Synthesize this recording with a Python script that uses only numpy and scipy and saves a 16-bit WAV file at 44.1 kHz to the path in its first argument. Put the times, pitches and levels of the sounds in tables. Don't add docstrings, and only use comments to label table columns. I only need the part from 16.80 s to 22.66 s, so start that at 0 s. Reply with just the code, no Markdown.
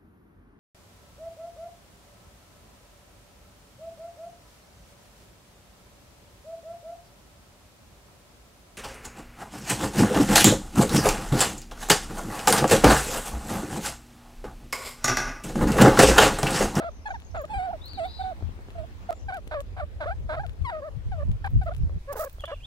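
import sys
import numpy as np
from scipy import signal
from scipy.fft import rfft, irfft, next_fast_len
from scipy.io import wavfile
from scipy.ndimage import uniform_filter1d

SR = 44100
rng = np.random.default_rng(int(sys.argv[2]) if len(sys.argv) > 2 else 0)


def materialize(psi):
    bounded = np.clip(np.atleast_2d(psi).T, -1, 1)
    quanta = np.round(bounded * 32767).astype(np.int16)
    wavfile.write(sys.argv[1], SR, quanta)


N = 258426

# (from [s], fundamental pan [dB], low overtone pan [dB], left lead [ms], low overtone gain [dB],
# treble pan, also of birds and air [dB], gain above 6500 Hz [dB])
PLACES = [(0, 3.5, -6, 0.23, 7.5, 5, -1), (0.677, -6, 5, 0.23, -6, 4.5, 7), (2.31, 4, -5.5, 0.2, 8, 6, 0),
          (5.188, 1.2, -4.5, 0.15, 9.5, -1.5, -20)]
# (time [s], peak [dB])
EDIT_CLICKS = [(2.3077, -24), (2.328, -26)]


def gain_of(db):
    return 10 ** (np.asarray(db) / 20)


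def unit_rms(x):
    return x / np.sqrt(np.mean(x ** 2) + 1e-20)


def read(points, hz):
    f, value = np.transpose(points)
    return np.interp(np.log(hz + 1), np.log(f + 1), value)


def add(mix, s, sound):
    part = mix[:, max(round(s * SR), 0):][:, :sound.shape[1]]
    part += sound[:, :part.shape[1]]


def sides(db):
    return gain_of(np.array([db / 2, -db / 2]))


def spread(rows):
    s, *columns = np.transpose(rows)
    t = np.arange(s[0], s[-1], 1 / SR)
    return t, [np.interp(t, s, c) for c in columns]


def coloured(x, points):
    size = next_fast_len(x.shape[-1])
    gain = gain_of(read(points, np.fft.rfftfreq(size, 1 / SR)))
    return unit_rms(irfft(rfft(x, size) * gain, size)[..., :x.shape[-1]])


def drift(seconds, channels=1):
    width = max(round(seconds * SR), 1)
    return unit_rms(uniform_filter1d(uniform_filter1d(rng.standard_normal((channels, N)), width), width))


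def glide(start, length, db, change_db, first_hz, turn, turn_hz, last_hz):
    u = np.arange(0, length, 1 / SR) / length
    hz = np.interp(u, [0, np.clip(turn, 0, 1), 1], [first_hz, turn_hz, last_hz])
    return start + u * length, db + change_db * (u - .5), hz


def place_at(t):
    return np.searchsorted([place[0] for place in PLACES], t, "right") - 1


def treble_sides(t):
    return sides(np.array(PLACES)[place_at(t), 5])


def air():
    # (frequency [Hz], relative level [dB])
    colours = [
        [(90, -26), (150, -1), (400, -5), (1600, -18), (6300, -26), (7600, -34), (16000, -40)],
        [(90, -34), (150, 2), (900, -9), (3500, -20), (11500, -35.5), (16000, -34)],
        [(90, -67), (150, -9), (500, -11.5), (900, -19), (3000, -27), (8000, -39), (16000, -46.5)],
        [(15, -30), (30, 13.5), (80, 17.5), (120, -52), (170, -14), (900, -19), (8000, -33.5), (16000, -42.5)],
    ]
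    levels = [-54.5, -51.5, -55, -41.5]
    frames, hz = N // 256 + 5, np.fft.rfftfreq(1024, 1 / SR)
    a, b, c, d, patches = rng.standard_normal((frames, 513, 5)).T
    patches = unit_rms(uniform_filter1d(uniform_filter1d(patches, 12, 0), 12, 1))
    coherence = read([(150, .98), (700, .32), (1400, -.29), (3500, .041), (8000, -.055)], hz)[:, None]
    left = a + 1j * b
    right = coherence * left + np.sqrt(1 - coherence ** 2) * (c + 1j * d)
    spectra = np.array([left, right]) * gain_of(1.8 * patches)
    out, starts = np.zeros((2, N)), [round(p[0] * SR) for p in PLACES] + [N]
    for colour, db, place, start, end in zip(colours, levels, PLACES, starts, starts[1:]):
        pan_db = place[5] * read([(1500, 0), (7000, 1)], hz)
        shape = sides(pan_db) * gain_of(read(colour, hz))
        hiss = signal.istft(spectra * shape[..., None], nperseg=1024, noverlap=768)[1]
        here = uniform_filter1d(1. 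* (np.arange(N) >= start) * (np.arange(N) < end), 300)
        out += gain_of(db) * here * hiss[:, :N] / hiss[:, start:end].std()
    return out


def birds():
    # (start [s], length [s], mid level [dB], level change [dB], first pitch [Hz],
    # turn [share of length], pitch at turn [Hz], last pitch [Hz])
    whistles = [(1.006, 0.18, -48, -4, 3380, 0.61, 4950, 3270),
                (5.593, 0.047, -52, -6, 3296, 0.36, 3350, 2606),
                (5.632, 0.055, -47.5, -10, 2592, 0.5, 3636, 2756),
                (5.713, 0.066, -57.5, -24, 2890, 0.43, 2830, 2070),
                (5.8, 0.064, -47, 20, 2270, 0.4, 2930, 3780),
                (0.105, 0.15, -71, -12, 6450, 0.9, 5550, 4800),
                (0.26, 0.11, -63, -1, 6950, 0.5, 6120, 5350),
                (0.403, 0.15, -65.5, -6, 7100, 0.6, 6160, 5007),
                (0.554, 0.086, -64, 0.5, 6970, 0.75, 7060, 7580),
                (2.311, 0.11, -64, -1, 7294, 0.32, 7300, 7000),
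                (2.37, 0.068, -64, 14, 4700, 0.64, 6290, 5770)]
    # (time [s], level [dB], centre pitch [Hz])
    buzz_curve = [(1.237, -49.5, 3507), (1.3, -48.5, 4003), (1.36, -47.5, 4100), (1.44, -52, 3615),
                  (1.47, -90, 3590)]
    sweeps_per_s, sweep_hz, reverb_s = 78, 450, .4
    calls, waver = np.zeros((1, N)), drift(.0041, channels=2)
    for note in whistles:
        t, db, hz = glide(*note)
        wobble, flutter = waver[:, round(t[0] * SR):][:, :len(t)]
        n = len(wobble)
        hz = uniform_filter1d(hz, len(t) // 3)[:n] * (1 + .014 * wobble)
        tone = np.sin(2 * np.pi * np.cumsum(hz) / SR) * signal.windows.tukey(n, .3)
        if note[2] <= -60:
            tone *= drift(.002)[0, :n]
        add(calls, t[0], (gain_of(db[:n] + 3.5 * flutter) * tone)[None])
    t, (db, hz) = spread(buzz_curve)
    beat = (t * sweeps_per_s + .45 * drift(.015)[0, :len(t)]) % 1
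    phase = 2 * np.pi * np.cumsum(hz + sweep_hz * (beat - .5)) / SR
    buzz = (.42 + np.sin(np.pi * beat)) * (np.sin(phase) + gain_of(-7.5) * np.sin(1.196 * phase))
    add(calls, t[0], (gain_of(db) * buzz)[None])
    lag = np.arange(SR // 2) / SR
    trees = rng.standard_normal((2, len(lag))) * gain_of(-60 * lag / reverb_s) * (lag > .01)
    trees /= np.linalg.norm(trees[0])
    echoes = signal.fftconvolve(calls, trees, axes=1)[:, :N]
    direct = np.array([calls[0], np.roll(calls[0], 2)])
    return treble_sides(np.arange(N) / SR) * (direct + gain_of(-4) * echoes)


def wind():
    # (time [s], level [dB])
    breeze = [(0.0, -43.5), (1.97, -39), (2.44, -44.5), (2.96, -37), (3.68, -38.5), (4.12, -46.5),
              (4.37, -32.5), (5.19, -33)]
    # (time [s], level at the left port [dB], at the right port [dB])
    gusts = [(0.56, -62, -34.5), (0.762, -32.5, -69), (1.673, -28, -38.5), (2.021, -42, -34),
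             (2.469, -32, -38), (3.423, -29.5, -32.5), (3.599, -42, -30), (3.69, -29.5, -59),
             (3.83, -27, -38), (4.179, -27.5, -39), (4.292, -26, -26.5), (4.492, -22, -21),
             (4.762, -19.5, -20.5), (5.03, -25.5, -21.5), (5.179, -27, -25.5)]
    # (frequency [Hz], relative level [dB])
    buffet_colour = [(15, -56), (38, 7), (87, 7), (148, -26.5), (274, -39), (500, -75), (1100, -120)]
    roar_colour = [(50, 8.5), (120, 13.5), (200, -3.5), (350, -18), (2000, -110)]
    gust_s = .033
    t, (steady_db,) = spread(breeze)
    gust_power = sum(gain_of(2 * np.c_[db]) * np.exp(-((t - s) / gust_s) ** 2) for s, *db in gusts)
    db = 10 * np.log10(gain_of(2 * steady_db) + gust_power)
    lumps = gain_of(2.5 * drift(.015, channels=2))
    buffet = unit_rms(coloured(rng.standard_normal((2, N)), buffet_colour) * lumps)
    roar = unit_rms(coloured(rng.standard_normal((2, N)), roar_colour) * lumps)
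    pressure = gain_of(db) * buffet[:, :len(t)] + gain_of(1.7 * db + 14) * roar[:, :len(t)]
    out = np.zeros((2, N))
    add(out, t[0], pressure * signal.windows.tukey(len(t), .006))
    return out


def rustle():
    # (time [s], level [dB])
    swell = [(5.315, -69), (5.33, -40), (5.35, -69), (5.372, -35.5), (5.41, -37), (5.45, -40), (5.47, -58),
             (5.6, -72)]
    # (frequency [Hz], relative level [dB])
    colour = [(1500, -18), (3000, -13), (6000, -6.5), (10000, -7.5), (15000, 2)]
    ticks_per_s, decay_s = 2500, .0016
    out = np.zeros((2, N))
    t, (db,) = spread(swell)
    sizes = gain_of(4.95 * np.minimum(rng.exponential(1, len(t)), 5))
    impulses = sizes * (rng.random(len(t)) < ticks_per_s / SR)
    bursts = .35 + signal.lfilter([1], [1, -np.exp(-1 / (decay_s * SR))], impulses)
    noise = rng.standard_normal((2, len(t)))
    crackle = coloured(bursts * (noise + .048 * noise[::-1]), colour)
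    add(out, t[0], gain_of(db) * sides(-6.5)[:, None] * crackle)
    return out


def taps():
    # (time [s], level [dB], pitch [Hz])
    knocks = [(0.66, -34, 257), (1.609, -35, 382), (1.625, -26.5, 330), (1.692, -34, 250),
              (1.791, -34, 360), (1.886, -30.5, 348), (2.673, -32, 268.4), (5.096, -34, 573),
              (5.584, -38.5, 603)]
    out, t = np.zeros((2, N)), np.arange(900) / SR
    for s, db, hz in knocks:
        phase = 2 * np.pi * hz * t
        knock = (np.sin(phase) + .5 * np.sin(1.93 * phase)) * np.exp(-t / .0014)
        add(out, s, gain_of(db) * np.array([knock, np.roll(knock, 8)]))
    return out


def edit_clicks():
    out, jump = np.zeros((2, N)), np.exp(-np.arange(60) / 7.9)
    for s, db in EDIT_CLICKS:
        add(out, s, gain_of(db) * np.array([jump, jump]))
    return out


def nibbling():
    # (time [s], level [dB], body [dB]); with body above zero the lowest mode rings out,
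    # below zero the ring fades and leaves a thinner, higher crumble
    bites = [(0.401, -51, 8), (0.421, -59, 18), (0.615, -31, -26), (0.653, -49.5, 10), (1.1338, -48, 12),
             (2.5701, -45, 8), (3.665, -49.5, 13), (3.695, -53, 13), (5.4964, -44, -1.5), (1.056, -32, -30),
             (1.081, -46, 5), (1.2656, -41, -27), (1.9047, -54.5, 15), (2.5426, -44, 3), (2.6759, -44, 6.5),
             (2.805, -38.5, 5), (3.823, -56, 9), (4.5156, -50.5, 12), (4.6632, -38, -16),
             (4.705, -41.5, -25), (4.835, -51, -2), (4.852, -46, -23), (4.938, -58, 15.5),
             (4.9484, -52, 14), (4.965, -44.5, 2), (4.981, -49, -8), (5.5279, -34, -27.5),
             (5.6068, -44, 7.5), (5.6556, -42.5, 10)]
    # (frequency [Hz], bandwidth [Hz], level [dB])
    husk_modes = [(2900, 1500, 5), (6400, 1800, 1), (11500, 3500, -24)]
    out, t = np.zeros((2, N)), np.arange(500) / SR
    patter = rng.random((140, 3)) * [N / SR, 9, -14] + [0, -68, 0]
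    parents = np.repeat(bites, 3, axis=0)
    splinters = parents + rng.random(parents.shape) * [.02, -10, -20] - [.005, 8, 0]
    cracks = np.r_[bites, splinters, patter]
    tunings = 1 + .017 * rng.uniform(-.89, 1, len(cracks))
    for (s, db, body_db), tuning in zip(cracks, tunings):
        ring = 0
        for k, (hz, width_hz, mode_db) in enumerate(husk_modes):
            strength = gain_of(mode_db + (body_db if k == 0 else min(body_db, 0)))
            ring += strength * np.exp(-np.pi * width_hz * t) * np.sin(2 * np.pi * hz * tuning * t)
        ring *= 1 - np.exp(-t / .000087)
        noise = rng.standard_normal((2, len(t)))
        coarse = signal.lfilter([1, 1, -1, -1], [1], noise)
        fine = signal.lfilter(np.poly(np.ones(5)), [8], noise)
        thin = np.clip(-body_db / 25, 0, 1)
        crumble = .25 * ((1 - thin) * coarse + thin * fine) * np.exp(-t / .002) * np.minimum(t / .0015, 1)
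        crack = np.array([ring, np.roll(ring, 8)]) + crumble
        add(out, s, gain_of(db + 6) * treble_sides(s)[:, None] * crack)
    return out


def phrase():
    # (start [s], length [s], attack [s], mid effort [dB], effort change [dB],
    # first pitch [Hz], turn [share of length], pitch at turn [Hz], last pitch [Hz])
    squeaks = [(-0.01, 0.11, 0.004, -32.5, -4.5, 645, 0.83, 692, 540),
               (0.253, 0.052, 0.0098, -34, -8.5, 846, 0.43, 854, 674),
               (0.302, 0.036, 0.0059, -35, -19, 744, 0.35, 795, 580),
               (0.336, 0.038, 0.01, -37.5, -14, 904, 0.32, 940, 710),
               (0.539, 0.097, 0.018, -32.5, -12, 680.4, 0.38, 690, 488.3),
               (0.631, 0.026, 0.018, -31.5, -3, 501, 0.36, 608, 627),
               (0.924, 0.046, 0.015, -35.5, -24, 893, 0.27, 683, 578),
               (1.387, 0.043, 0.013, -31, 4, 772, 0.61, 752, 792),
               (1.434, 0.102, 0.009, -33, -7, 748, 0.7, 750, 590),
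               (1.949, 0.035, 0.011, -43.5, -8, 695, 0.55, 688, 612),
               (1.975, 0.065, 0.013, -35.5, -19, 735, 0.6, 629, 619),
               (2.028, 0.029, 0.011, -41, -11, 623, 0.55, 680, 594),
               (2.289, 0.027, 0.0054, -24.5, 4.5, 715, 0.42, 692, 698),
               (2.314, 0.029, 0.003, -35.5, -4, 611, 0.4, 646, 656),
               (2.481, 0.04, 0.0088, -32, -3, 813, 0.75, 723, 725),
               (2.521, 0.077, 0.0022, -35, -6.5, 721, 0.41, 809, 556),
               (2.71, 0.038, 0.0039, -30.5, 0.5, 816, 0.3, 607, 545.4),
               (2.736, 0.083, 0.0057, -32, -9.5, 661, 0.5, 558, 570),
               (3.2, 0.057, 0.0096, -30, 0, 768, 0.22, 620.4, 578.4),
               (3.488, 0.075, 0.0078, -29, 4, 683, 0.23, 597.5, 713),
               (3.557, 0.037, 0.0078, -32.5, 10, 835, 0.5, 611, 654),
               (3.593, 0.038, 0.004, -38.5, -22.5, 755, 0.48, 840, 837),
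               (3.631, 0.034, 0.008, -38, -8, 888, 0.43, 726, 646),
               (4.011, 0.086, 0.017, -37, -1, 503, 0.63, 657, 552),
               (4.313, 0.061, 0.011, -41.5, -12, 829, 0.5, 686, 642),
               (4.365, 0.077, 0.025, -34.5, -1.5, 661, 0.77, 540.6, 618),
               (4.641, 0.042, 0.005, -31.5, -5.5, 826, 0.7, 770, 1171),
               (4.812, 0.033, 0.0056, -38.5, -8.5, 707, 0.29, 795, 671),
               (4.856, 0.046, 0.013, -32, 3, 601, 0.47, 705, 541),
               (4.902, 0.031, 0.0071, -36.5, -3, 545, 0.61, 744, 659),
               (5.268, 0.067, 0.025, -33.5, 12, 525, 0.6, 581.6, 545.4),
               (5.315, 0.036, 0.0057, -31.5, -4, 380, 0.5, 367.6, 368.7),
               (5.352, 0.047, 0.0085, -31, 1, 628.5, 0.3, 413.6, 432.4),
               (5.455, 0.03, 0.0034, -32.5, 5, 517, 0.35, 552, 450),
               (5.636, 0.017, 0.0043, -30, -5, 568.5, 0.33, 614, 535),
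               (5.675, 0.041, 0.0045, -34.5, 5, 679, 0.55, 712, 648),
               (5.711, 0.035, 0.0083, -32.5, -5.5, 458, 0.56, 597, 570)]
    # (time [s], effort [dB], pitch [Hz])
    squeals = [
        [(0.69, -57, 838), (0.705, -33.5, 862), (0.726, -35.5, 877.6), (0.748, -29.5, 775.6), (0.772, -33, 808),
         (0.795, -28.5, 730), (0.86, -31, 765.5), (0.894, -30, 675), (0.91, -33, 760), (0.922, -43.5, 973)],
        [(1.174, -42.5, 789), (1.188, -30, 766), (1.205, -29.5, 656), (1.24, -30, 662), (1.262, -32.5, 775),
         (1.286, -46, 707)],
        [(2.966, -39, 719), (2.976, -35, 733), (3.004, -31, 754), (3.02, -35.5, 576.5), (3.036, -33, 601.5),
         (3.054, -61, 572.4)],
        [(3.258, -33, 532), (3.274, -30, 639), (3.286, -32.5, 728), (3.3, -32, 636), (3.312, -31, 763),
         (3.326, -34.5, 801), (3.342, -52, 882)],
        [(3.842, -61, 1148), (3.851, -34, 1126), (3.872, -33.5, 983), (3.9, -29.5, 917), (3.912, -37.5, 796),
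         (3.933, -32.5, 642), (3.96, -33, 623), (3.995, -37.5, 612), (4.01, -43, 519)],
        [(5.388, -45, 596.5), (5.396, -28.5, 597), (5.408, -28.5, 654.5), (5.417, -29.5, 646.5),
         (5.425, -32, 540), (5.436, -30, 705), (5.448, -33, 521), (5.456, -42, 441)],
    ]
    release_s, cut_s = .0094, EDIT_CLICKS[0][0]
    effort, hz = np.zeros(N), np.full(N, 600.)
    notes = [(t, gain_of(db), pitch) for t, (db, pitch) in map(spread, squeals)]
    for start, length, attack, *shape in squeaks:
        t, db, pitch = glide(start, length, *shape)
        edge = np.clip(np.minimum((t - t[0]) / attack, (t[-1] - t) / release_s), 0, 1)
        edge *= (t < cut_s) | (start > cut_s)
        notes.append((t, gain_of(db) * np.sin(np.pi / 2 * edge) ** 2, pitch))
    for t, strength, pitch in notes:
        at = np.round(t * SR).astype(int)
        wins = (at >= 0) & (strength >= effort[at])
        effort[at[wins]], hz[at[wins]] = strength[wins], pitch[wins]
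    rested = uniform_filter1d(effort, size=700, origin=349) < 1e-5
    age = (np.arange(N) - np.maximum.accumulate(np.arange(N) * rested)) / SR
    return effort, hz, age


def creaking(t):
    # (from [s], to [s], irregularity [0-1], alternation [0-1])
    stretches = [(.02, .045, .8, .6), (.285, .3, .8, .5), (.549, .572, .8, .6), (2.5, 2.516, .4, .5),
                 (2.714, 2.746, .6, 1), (2.968, 3.0, .85, .8), (3.206, 3.228, .15, .9),
                 (3.228, 3.256, .8, 1), (3.492, 3.53, .15, .8), (3.53, 3.565, .8, 1),
                 (4.645, 4.685, .3, .3), (3.894, 3.916, .3, .5), (5.319, 5.349, .9, .3),
                 (5.362, 5.392, .9, .3), (5.42, 5.456, .25, .2), (5.641, 5.664, .5, .6),
                 (5.678, 5.72, .25, 1)]
    creak, alternation = np.full(N, .015), np.zeros(N)
    for start, end, irregularity, depth in stretches:
        inside = (t > start) & (t < end)
        creak[inside], alternation[inside] = irregularity, depth
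    return uniform_filter1d(creak, 80), uniform_filter1d(alternation, 80)


def squirrel():
    # (frequency [Hz], gain [dB])
    throat = [(350, 3), (490, 19), (800, 5), (1300, -5.5), (1650, -7.5), (1950, -15), (2330, -13),
              (2850, -24), (3700, -25.5), (4600, -29.5), (6000, -50), (7500, -41), (9800, -46),
              (13500, -68)]
    # (frequency [Hz], relative level [dB])
    creak_colour = [(300, -23), (950, -8), (1550, -4), (1960, -20.5), (2330, -15), (2840, -32), (3720, -20),
                    (5400, -43.5)]
    hoarseness = [.01, .004, .011, .018]
    mouth_nearly_shut = [(.862, .97), (1.38, 1.54), (2.28, 2.31)]
    muffle_db, creak_cost_db = -9, -2
    t = np.arange(N) / SR
    effort, hz, age = phrase()
    creak, alternation = creaking(t)
    effort = uniform_filter1d(effort, 30) * gain_of(creak_cost_db * creak)
    waver, flutter, *shimmer = drift(.00611, channels=6)
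    hz = uniform_filter1d(hz, 200) * np.exp(.12 * creak * drift(.0015)[0] + .006 * waver)
    jitter = np.array(hoarseness)[place_at(t)] * (700 / hz) ** 2.5 * drift(.001)[0]
    cycles = np.cumsum(hz) / SR
    slips, weakness = rng.random((2, N))
    order = uniform_filter1d((-1.) ** np.cumsum(slips < .0006 * creak), 30)
    cycle_strength = uniform_filter1d(1 - .8 * creak * weakness[np.round(cycles).astype(int)], 16)
    level = effort * cycle_strength * gain_of(.7 * flutter)
    on, out, power = effort > 1e-4, np.zeros((2, N)), 0
    _, pan_db, low_pan_db, lead_ms, low_db, treble_pan_db, top_db = np.array(PLACES)[place_at(t[on])].T
    pressed_db = 4 * creak[on] + .5 * np.minimum(20 * np.log10(effort[on]) + 32, 1)
    sheen_db = 3.6 * np.log2(hz[on] / 700) - 46 * age[on] + 5.1
    sheen_db += muffle_db * sum((t[on] > start) & (t[on] < end) for start, end in mouth_nearly_shut)
    fundamental = gain_of(read(throat, hz[on]))
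    for k in range(1, 16):
        harmonic_hz = k * hz[on]
        treble = np.clip((harmonic_hz - 1700) / 500, 0, 1)
        lean_db = (1 - treble) * low_pan_db + treble * treble_pan_db if k > 1 else pan_db
        colour_db = pressed_db + (1 - treble) * low_db + treble * sheen_db + (harmonic_hz > 6500) * top_db
        colour_db += 2.2 * shimmer[k % 4][on] - 5 * alternation[on]
        harmonic = gain_of(read(throat, harmonic_hz) + colour_db) if k > 1 else fundamental
        between = fundamental * (alternation * order)[on] * gain_of(read(creak_colour, (k - .5) * hz[on]))
        power += (harmonic ** 2 + between ** 2) / 2
        for port, side in enumerate((.5, -.5)):
            phase = 2 * np.pi * k * (cycles[on] + treble * jitter[on] + side * hz[on] * lead_ms / 1000)
            out[port, on] += harmonic * gain_of(side * lean_db) * np.cos(phase - .46 * k)
            out[port, on] += between * gain_of(side * low_pan_db) * np.cos(phase * (k - .5) / k - .78 * k)
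    out[:, on] *= level[on] / np.sqrt(power)
    puffs = 1 + np.cos(2 * np.pi * cycles)
    rasp = coloured(rng.standard_normal((2, N)), creak_colour) * puffs
    return out + gain_of(-27 + 9 * creak) * effort * rasp


def scene():
    return squirrel() + birds() + nibbling() + edit_clicks() + taps() + rustle() + wind() + air()


def record(dry):
    edge_hz = 15950
    return signal.oaconvolve(dry, signal.firwin(511, edge_hz, window=("kaiser", 9), fs=SR)[None], "same")


dry = scene()
out = record(dry)
materialize(out)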